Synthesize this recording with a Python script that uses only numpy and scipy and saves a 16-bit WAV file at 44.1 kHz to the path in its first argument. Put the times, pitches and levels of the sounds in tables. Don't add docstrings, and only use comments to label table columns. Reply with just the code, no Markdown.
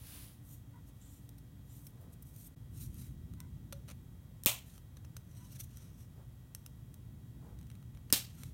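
import sys
import numpy as np
from scipy import signal
from scipy.fft import rfft, irfft
from scipy.io import wavfile

SR = 44100
rng = np.random.default_rng(int(sys.argv[2]) if len(sys.argv) > 2 else 0)


def persist_wave(psi):
    counts = np.round(np.clip(psi, -1, 1) * 32767).astype(np.int16)
    wavfile.write(sys.argv[1], SR, np.atleast_2d(counts).T)


N = 376173
TIME = np.arange(N) / SR
AGE = TIME[:SR // 2]
DIP_S = 2.555

# t/s, level/dB
RUMBLE_RIDE = [(0.0, -56), (1.85, -55.5), (2.54, -54.5), (2.87, -47.5), (4.16, -53.5), (4.61, -56.5),
               (5.2, -53), (6.56, -55.5), (7.39, -51.5), (8.27, -54), (8.53, -49)]
# f/Hz, gain/dB
RUMBLE_EQ = [(20, -25), (35, -17.5), (53, 1), (80, -0.5), (123, 2), (180, -6.5), (240, -11.5), (290, -15.5),
             (360, -23), (500, -38.5), (900, -70.5)]
HISS_EQ = [(200, -4.5), (450, 8.5), (700, 4.5), (1200, .5), (2400, -5.5), (3400, -5.5), (4600, -9),
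           (6200, -7.5), (10000, -7), (15800, -4)]
# f/Hz, level/dB
HUM_TONES = [(120, -62), (1922, -86.5), (3241, -86.5), (3478, -93.5), (3838, -89.5)]
# t/s, length/s, pitch f/Hz, 2nd harmonic level/dB, 3rd and 4th against it/dB
FAR_YELPS = [(0.763, 0.068, 483, -68.5, -5.5), (3.428, 0.09, 498, -72, -6), (5.428, 0.084, 497, -70, -11)]
# f/Hz, width/Hz, gain/dB
HELD_MODES = [(540, 250, 2), (1400, 550, 2), (2660, 1070, 3), (4020, 250, 6), (5880, 930, 4.5),
              (8890, 730, 4.5), (11800, 980, 1.5)]
# t/s, length/s, level/dB
HAND_SHUFFLES = [(2.043, 0.11, -67.5), (6.195, 0.039, -64.5), (7.475, 0.074, -63.5)]
# f/Hz, gain/dB
SLIDE_EQ = [(400, -4), (1300, -5), (3500, 0), (8000, -5), (9700, 3.5), (14500, 0)]
# t/s, length/s, level/dB, tilt/(dB per octave)
STROKES = [ (0.515, 0.068, -61.5, 5.5), (0.887, 0.019, -67, 0.5), (1.124, 0.13, -67, 2),
           (1.754, 0.078, -64, 3), (1.864, 0.043, -65.5, 7), (2.03, 0.024, -66, 10),
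           (2.134, 0.0095, -62.5, 3), (2.307, .07, -66.5, 4.5), (2.425, 0.048, -57, 3),
           (2.474, 0.007, -55.5, 6), (2.813, 0.056, -53.5, 1.5), (3.005, 0.074, -59, -0.5),
           (4.718, 0.086, -66.5, -1.5), (5.483, 0.15, -64, -1.5), (5.526, 0.013, -60.5, 0),
           (5.562, .01, -57, -3), (5.605, 0.012, -47.5, 0.5), (5.64, .006, -51.5, 4),
           (5.803, 0.09, -64.5, -3.5), (6.006, 0.048, -66, -0.5), (8.431, 0.12, -63.5, -2.5)]
# f/Hz, gain/dB
RUB_EQ = [(500, -16), (1400, -10.5), (3400, -5.5), (4700, -6), (6200, -3), (8800, 1), (10400, -0.5),
          (12000, 1.5), (15800, -0.5)]
# t/s, length/s, resonance f/Hz, level/dB
BLADE_SWINGS = [(0.485, 0.12, 6840, -69.5), (1.006, .22, 7360, -67), (1.68, .14, 7300, -71.5)]
# f/Hz, relative level/dB, t60/s
BLADE_MODES = [(557, 0.5, 0.2), (4118, -3, 0.059), (6002, -15, .11)]
# t/s, energy/dB, tilt/(dB per octave), contact length/s
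TICK_HITS = [ (1.2905, -33, 3.5, 0.005), (1.381, -36.5, 3, 0.014), (1.867, -27, 5, .01),
             (2.223, -29.5, 11.5, 0.015), (2.361, -33.5, 4, .006), (2.943, -32, 12, 0.0034),
             (3.337, -38, -0.5, 0.003), (3.403, -25.5, 1, 0.0026), (3.725, -23.5, -2, 0.0027),
             (3.7274, -22.5, -1, 0.0066), (4.436, -21.5, 6, 0.0012), (4.448, -29.5, 5, 0.0009),
             (4.779, -34.5, -1, 0.0045), (4.969, -33.5, -1.5, 0.0094), (5.047, -35.5, -2, 0.01),
             (5.1662, -24, -0.5, 0.0085), (5.771, -30, 4, 0.0032), (6.549, -19.5, 2.5, 0.0018),
             (6.662, -25.5, 2.5, 0.0035), (6.942, -32.5, 4, .0015), (8.101, -26.5, -1, 0.01),
             (8.434, -25, -0.5, 0.0037)]
# f/Hz, gain/dB
TICK_EQ = [(250, -22.5), (550, 2.5), (2000, -2), (5500, -2), (9000, -0.5), (15800, -0.5)]
# t/s, energy/dB
BITE_STEPS = [(7.589, -39.5), (7.6123, -40), (7.629, -43), (7.669, -44), (7.7015, -35), (7.715, -40),
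              (7.753, -40.5), (7.827, -42.5), (7.949, -42), (7.973, -39)]
# f/Hz, relative level/dB, t60/s
STEEL_MODES = [(2740, -7, .28), (2891, -7, .28), (3135, -6, .28), (3981, -6, .24), (4619, -8, .22),
               (5270, -2, .22), (5395, 0, .2), (6400, -4, .2), (8744, -4, .2), (9620, -5, .18),
               (12420, -4, .16), (14912, -4, .18)]
# f/Hz, gain/dB
FIRST_CRACK_EQ = [(400, -13), (750, -19), (1500, -13), (2600, -19), (3500, -6), (5700, -13), (8200, -1.5),
                  (10300, -9), (11600, 3), (15800, 3)]
SECOND_CRACK_EQ = [(400, -13), (1800, -6), (3000, -12), (4200, -10), (5250, 11.5), (6200, -6), (7400, 2),
                   (8700, 11.5), (10100, -6), (11000, 6), (12300, -6.5), (15000, 12.5), (16000, -16)]
# f/Hz, gain/dB
FIRST_TAIL_EQ = [(200, -19.5), (400, -14), (550, -6.5), (1050, -6), (1650, -14), (2400, -2.5), (3050, 0),
                 (4000, -6), (4900, -11.5), (6500, -4), (8500, -4), (10400, -8), (13500, -3), (15600, -6)]
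SECOND_TAIL_EQ = [(200, -5.5), (500, -11.5), (1600, -11.5), (2100, -9.5), (2650, -4), (3800, -2),
                  (5900, -5), (8600, -3), (10300, -6.5), (11400, -4), (15000, -5), (15800, -13)]
# t/s, crack energy/dB, fracture length/s, room energy/dB, steel ring energy/dB,
# kick level/dB, kick f/Hz, handle knock energy/dB
CUTS = [(4.4600, 5.5, 0.00055, 4.8, -11, -26, 204.6, -13.5), (8.1261, 5, 0.00088, 3, -6.5, -26, 254, -18.5)]


def undb(db):
    return 10 ** (np.asarray(db) / 20)


def unit(x):
    return x / np.sqrt(np.mean(x ** 2))


def unit_energy(x):
    return x / np.sqrt(np.sum(x ** 2))


def add(out, s, x):
    i = int(s * SR)
    out[i:i + len(x)] += x[:N - i]


def fade(t60):
    return np.exp(-np.log(1000) * AGE / t60)


def bell(t, width):
    return np.exp(-(t / width) ** 2)


def eq(x, points, size=2048):
    hz, db = np.transpose(points)
    freqs = np.maximum(np.fft.rfftfreq(size, 1 / SR), 1)
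    cepstrum = irfft(np.log(undb(np.interp(np.log(freqs), np.log(hz), db))))
    cepstrum[1:size // 2] *= 2
    cepstrum[size // 2 + 1:] = 0
    return signal.fftconvolve(x, irfft(np.exp(rfft(cepstrum))))[:len(x)]


def resonate(x, hz, width_hz):
    return signal.lfilter(*signal.iirpeak(hz, hz / width_hz, fs=SR), x)


def band(x, hz, width_hz):
    return resonate(resonate(x, hz, width_hz), hz, width_hz)


def walk(rate):
    knots = rng.standard_normal(int(N / SR * rate) + 2)
    return np.interp(TIME * rate, np.arange(len(knots)), knots)


def background(rumble_trim_db=2, hiss_db=-69, waver=.002, drone_db=-71):
    ride_db = rumble_trim_db + np.interp(TIME, *np.transpose(RUMBLE_RIDE))
    rumble = undb(ride_db) * unit(eq(rng.standard_normal(N), RUMBLE_EQ, size=16384))
    hiss = undb(hiss_db) * unit(eq(rng.standard_normal(N), HISS_EQ))
    hum = sum(undb(db) * unit(np.sin(2 * np.pi * hz * np.cumsum(1 + waver * walk(60)) / SR))
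              for hz, db in HUM_TONES)
    drone = undb(drone_db) * unit(band(rng.standard_normal(N), hz=286.2, width_hz=14))
    return rumble + hiss + hum + drone * (TIME < DIP_S)


def yelps(rasp_width_hz=90, tremble_db=3):
    out, noise = np.zeros(N), rng.standard_normal(N)
    tremble = undb(tremble_db * walk(90))
    for s, length, hz, db, overtones_db in FAR_YELPS:
        span = np.abs(TIME - s) < 2 * length
        swell = tremble[span] * bell(TIME[span] - s, length / 2)
        for k in (2, 3, 4):
            harmonic = unit(band(noise[span], k * hz, rasp_width_hz))
            out[span] += undb(db + overtones_db * (k > 2)) * swell * harmonic
    return out


def room(t60=.295, treble_t60=.23, build_s=.0018, ragged_db=2, split_hz=7500):
    clusters = undb(ragged_db * walk(200)[:len(AGE)])
    echoes = rng.standard_normal(len(AGE)) * clusters * (1 - np.exp(-AGE / build_s))
    low = signal.filtfilt(*signal.butter(2, split_hz, fs=SR), echoes)
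    return unit_energy(low * fade(t60) + (echoes - low) * fade(treble_t60))


def friction(grain_db=2):
    return rng.standard_normal(N) * undb(grain_db * rng.exponential(size=N))


def burst(length_s, size=4096):
    window = bell(AGE[:size], length_s)
    slips = rng.standard_normal(size) * window
    for _ in range(8):
        slips = irfft(np.exp(1j * np.angle(rfft(slips)))) * window
    return slips


def held(push, detune=.05, fine_count=10, fine_db=7.5, low_hz=1200, high_hz=15000):
    grips = 1 + detune * rng.uniform(-1, 1, len(HELD_MODES))
    body = sum(undb(db) * resonate(push, hz * grip, width)
               for (hz, width, db), grip in zip(HELD_MODES, grips))
    fine_hz = low_hz + (high_hz - low_hz) * (np.arange(fine_count) + rng.random(fine_count)) / fine_count
    return body + undb(fine_db) * sum(resonate(push, hz, width_hz=150) for hz in fine_hz)


def shifting_grip(push, grip_s=.04):
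    out, hop = np.zeros(N), int(grip_s * SR)
    for i in range(0, len(push) - 2 * hop, hop):
        add(out, i / SR, held(push[i:i + 2 * hop]) * np.sqrt(np.hanning(2 * hop)))
    return out[:len(push)]


def contact(x, s, points, tilt, pivot_hz=6000, jaw_db=-1.5):
    if 4.9 < s < 6.8:
        x = x + undb(jaw_db) * resonate(x, hz=5930, width_hz=680)
    return eq(x, [(hz, db + tilt * np.log2(hz / pivot_hz)) for hz, db in points])


def shuffles():
    swell = sum(undb(db) * bell(TIME - s, length) for s, length, db in HAND_SHUFFLES)
    return swell * unit(eq(rng.standard_normal(N), [(150, -15), (380, 0), (900, -7), (3000, -30)]))


def slide(peak_s=.15, length_s=.15, db=-52.5):
    return undb(db) * bell(TIME - peak_s, length_s) * unit(eq(friction(), SLIDE_EQ))


def rubbing(stutter_db=2, catch_db=2.5):
    out = np.zeros(N)
    grains = friction() * undb(stutter_db * walk(130) + catch_db * walk(35))
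    ringing = grains + shifting_grip(grains)
    for s, length, db, tilt in STROKES:
        span = np.abs(TIME - s) < 2 * length
        stroke = unit(contact(ringing[span], s, RUB_EQ, tilt))
        out[span] += undb(db) * stroke * bell(TIME[span] - s, length)
    return out


def swings(stutter_db=2.5, attack_s=.01, width_hz=870, sub_octave_db=-8):
    out = np.zeros(N)
    grains = friction(grain_db=2.5) * undb(stutter_db * walk(60))
    for s, length, hz, db in BLADE_SWINGS:
        span = (TIME > s) & (TIME < s + length)
        age = TIME[span] - s
        speed = (1 - np.exp(-age / attack_s)) * (1 - (age / length) ** 2)
        ring = resonate(grains[span], hz, width_hz)
        sub_octave = undb(sub_octave_db) * resonate(grains[span], hz / 2, width_hz)
        out[span] += undb(db) * speed * unit(ring + sub_octave)
    return out


def ticks():
    out = np.zeros(N)
    for s, db, tilt, length in TICK_HITS:
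        tick = contact(held(burst(length)), s, TICK_EQ, tilt)
        add(out, s, undb(db) * unit_energy(tick))
    return out


def blade_knock(s=3.728, knock_db=-52.5):
    out = np.zeros(N)
    for hz, db, t60 in BLADE_MODES:
        add(out, s, undb(knock_db + db) * fade(t60) * np.sin(2 * np.pi * hz * AGE))
    return out


def creak(s=3.879, length_s=.044, steps_per_s=300, energy_db=-23, scatter_db=3, easing_db_per_s=130):
    out, steps = np.zeros(N), np.zeros(N)
    for k in range(round(length_s * steps_per_s)):
        age = (k + rng.random()) / steps_per_s
        step_db = scatter_db * rng.standard_normal() - easing_db_per_s * age
        add(steps, age, undb(step_db) * held(burst(length_s=.00194)))
    add(out, s, undb(energy_db) * unit_energy(contact(steps[:SR], s, TICK_EQ, tilt=-2)))
    return out


def bites(first_tilt=-3.5, dulling_per_s=11.5):
    out = np.zeros(N)
    for s, db in BITE_STEPS:
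        tilt = first_tilt - dulling_per_s * (s - BITE_STEPS[0][0])
        bite = contact(held(burst(length_s=.002)), s, RUB_EQ, tilt)
        add(out, s, undb(db) * unit_energy(bite))
    return out


def steel_ring(tail_eq):
    hz, db, t60 = np.transpose(STEEL_MODES)[..., None]
    weight = undb(db + np.interp(hz, *np.transpose(tail_eq)))
    partials = np.sin(2 * np.pi * (hz * AGE + rng.random(hz.shape)))
    return unit_energy(np.sum(weight * fade(t60) * partials, axis=0))


def snips(scatter_db=-4, kick_lag_s=.00469, kick_width_s=.0021, thump_db=-42, thump_hz=65):
    out = np.zeros(N)
    cut_eqs = (FIRST_CRACK_EQ, FIRST_TAIL_EQ), (SECOND_CRACK_EQ, SECOND_TAIL_EQ)
    for cut, (crack_eq, tail_eq) in zip(CUTS, cut_eqs):
        s, crack_db, length, room_db, ring_db, kick_db, kick_hz, knock_db = cut
        add(out, s, undb(crack_db) * unit_energy(eq(burst(length), crack_eq)))
        tail = room() + undb(scatter_db) * room(t60=.048, build_s=.00068)
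        add(out, s, undb(room_db) * unit_energy(eq(tail, tail_eq)))
        add(out, s, undb(ring_db) * steel_ring(tail_eq))
        kick_age = AGE - kick_lag_s
        add(out, s, undb(kick_db) * bell(kick_age, kick_width_s) * np.cos(2 * np.pi * kick_hz * kick_age))
        add(out, s, undb(thump_db) * fade(t60=.07) * np.sin(2 * np.pi * thump_hz * AGE))
        knock = band(burst(length), hz=520, width_hz=190)
        add(out, s, undb(knock_db) * unit_energy(knock))
    return out


def scene(send_db=-14):
    handling = ticks() + blade_knock() + creak() + bites() + slide() + swings() + rubbing() + shuffles()
    reverb = undb(send_db) * signal.fftconvolve(handling, room())[:N]
    return (handling + reverb + snips() + yelps() + background())[None]


def record(dry, dip_db=-22, dip_width_s=.006, top_hz=15900):
    dip = undb(dip_db * bell(TIME - DIP_S, dip_width_s))
    return signal.sosfilt(signal.ellip(8, .2, 70, top_hz, fs=SR, output="sos"), dry * dip)


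dry = scene()
out = record(dry)
persist_wave(out)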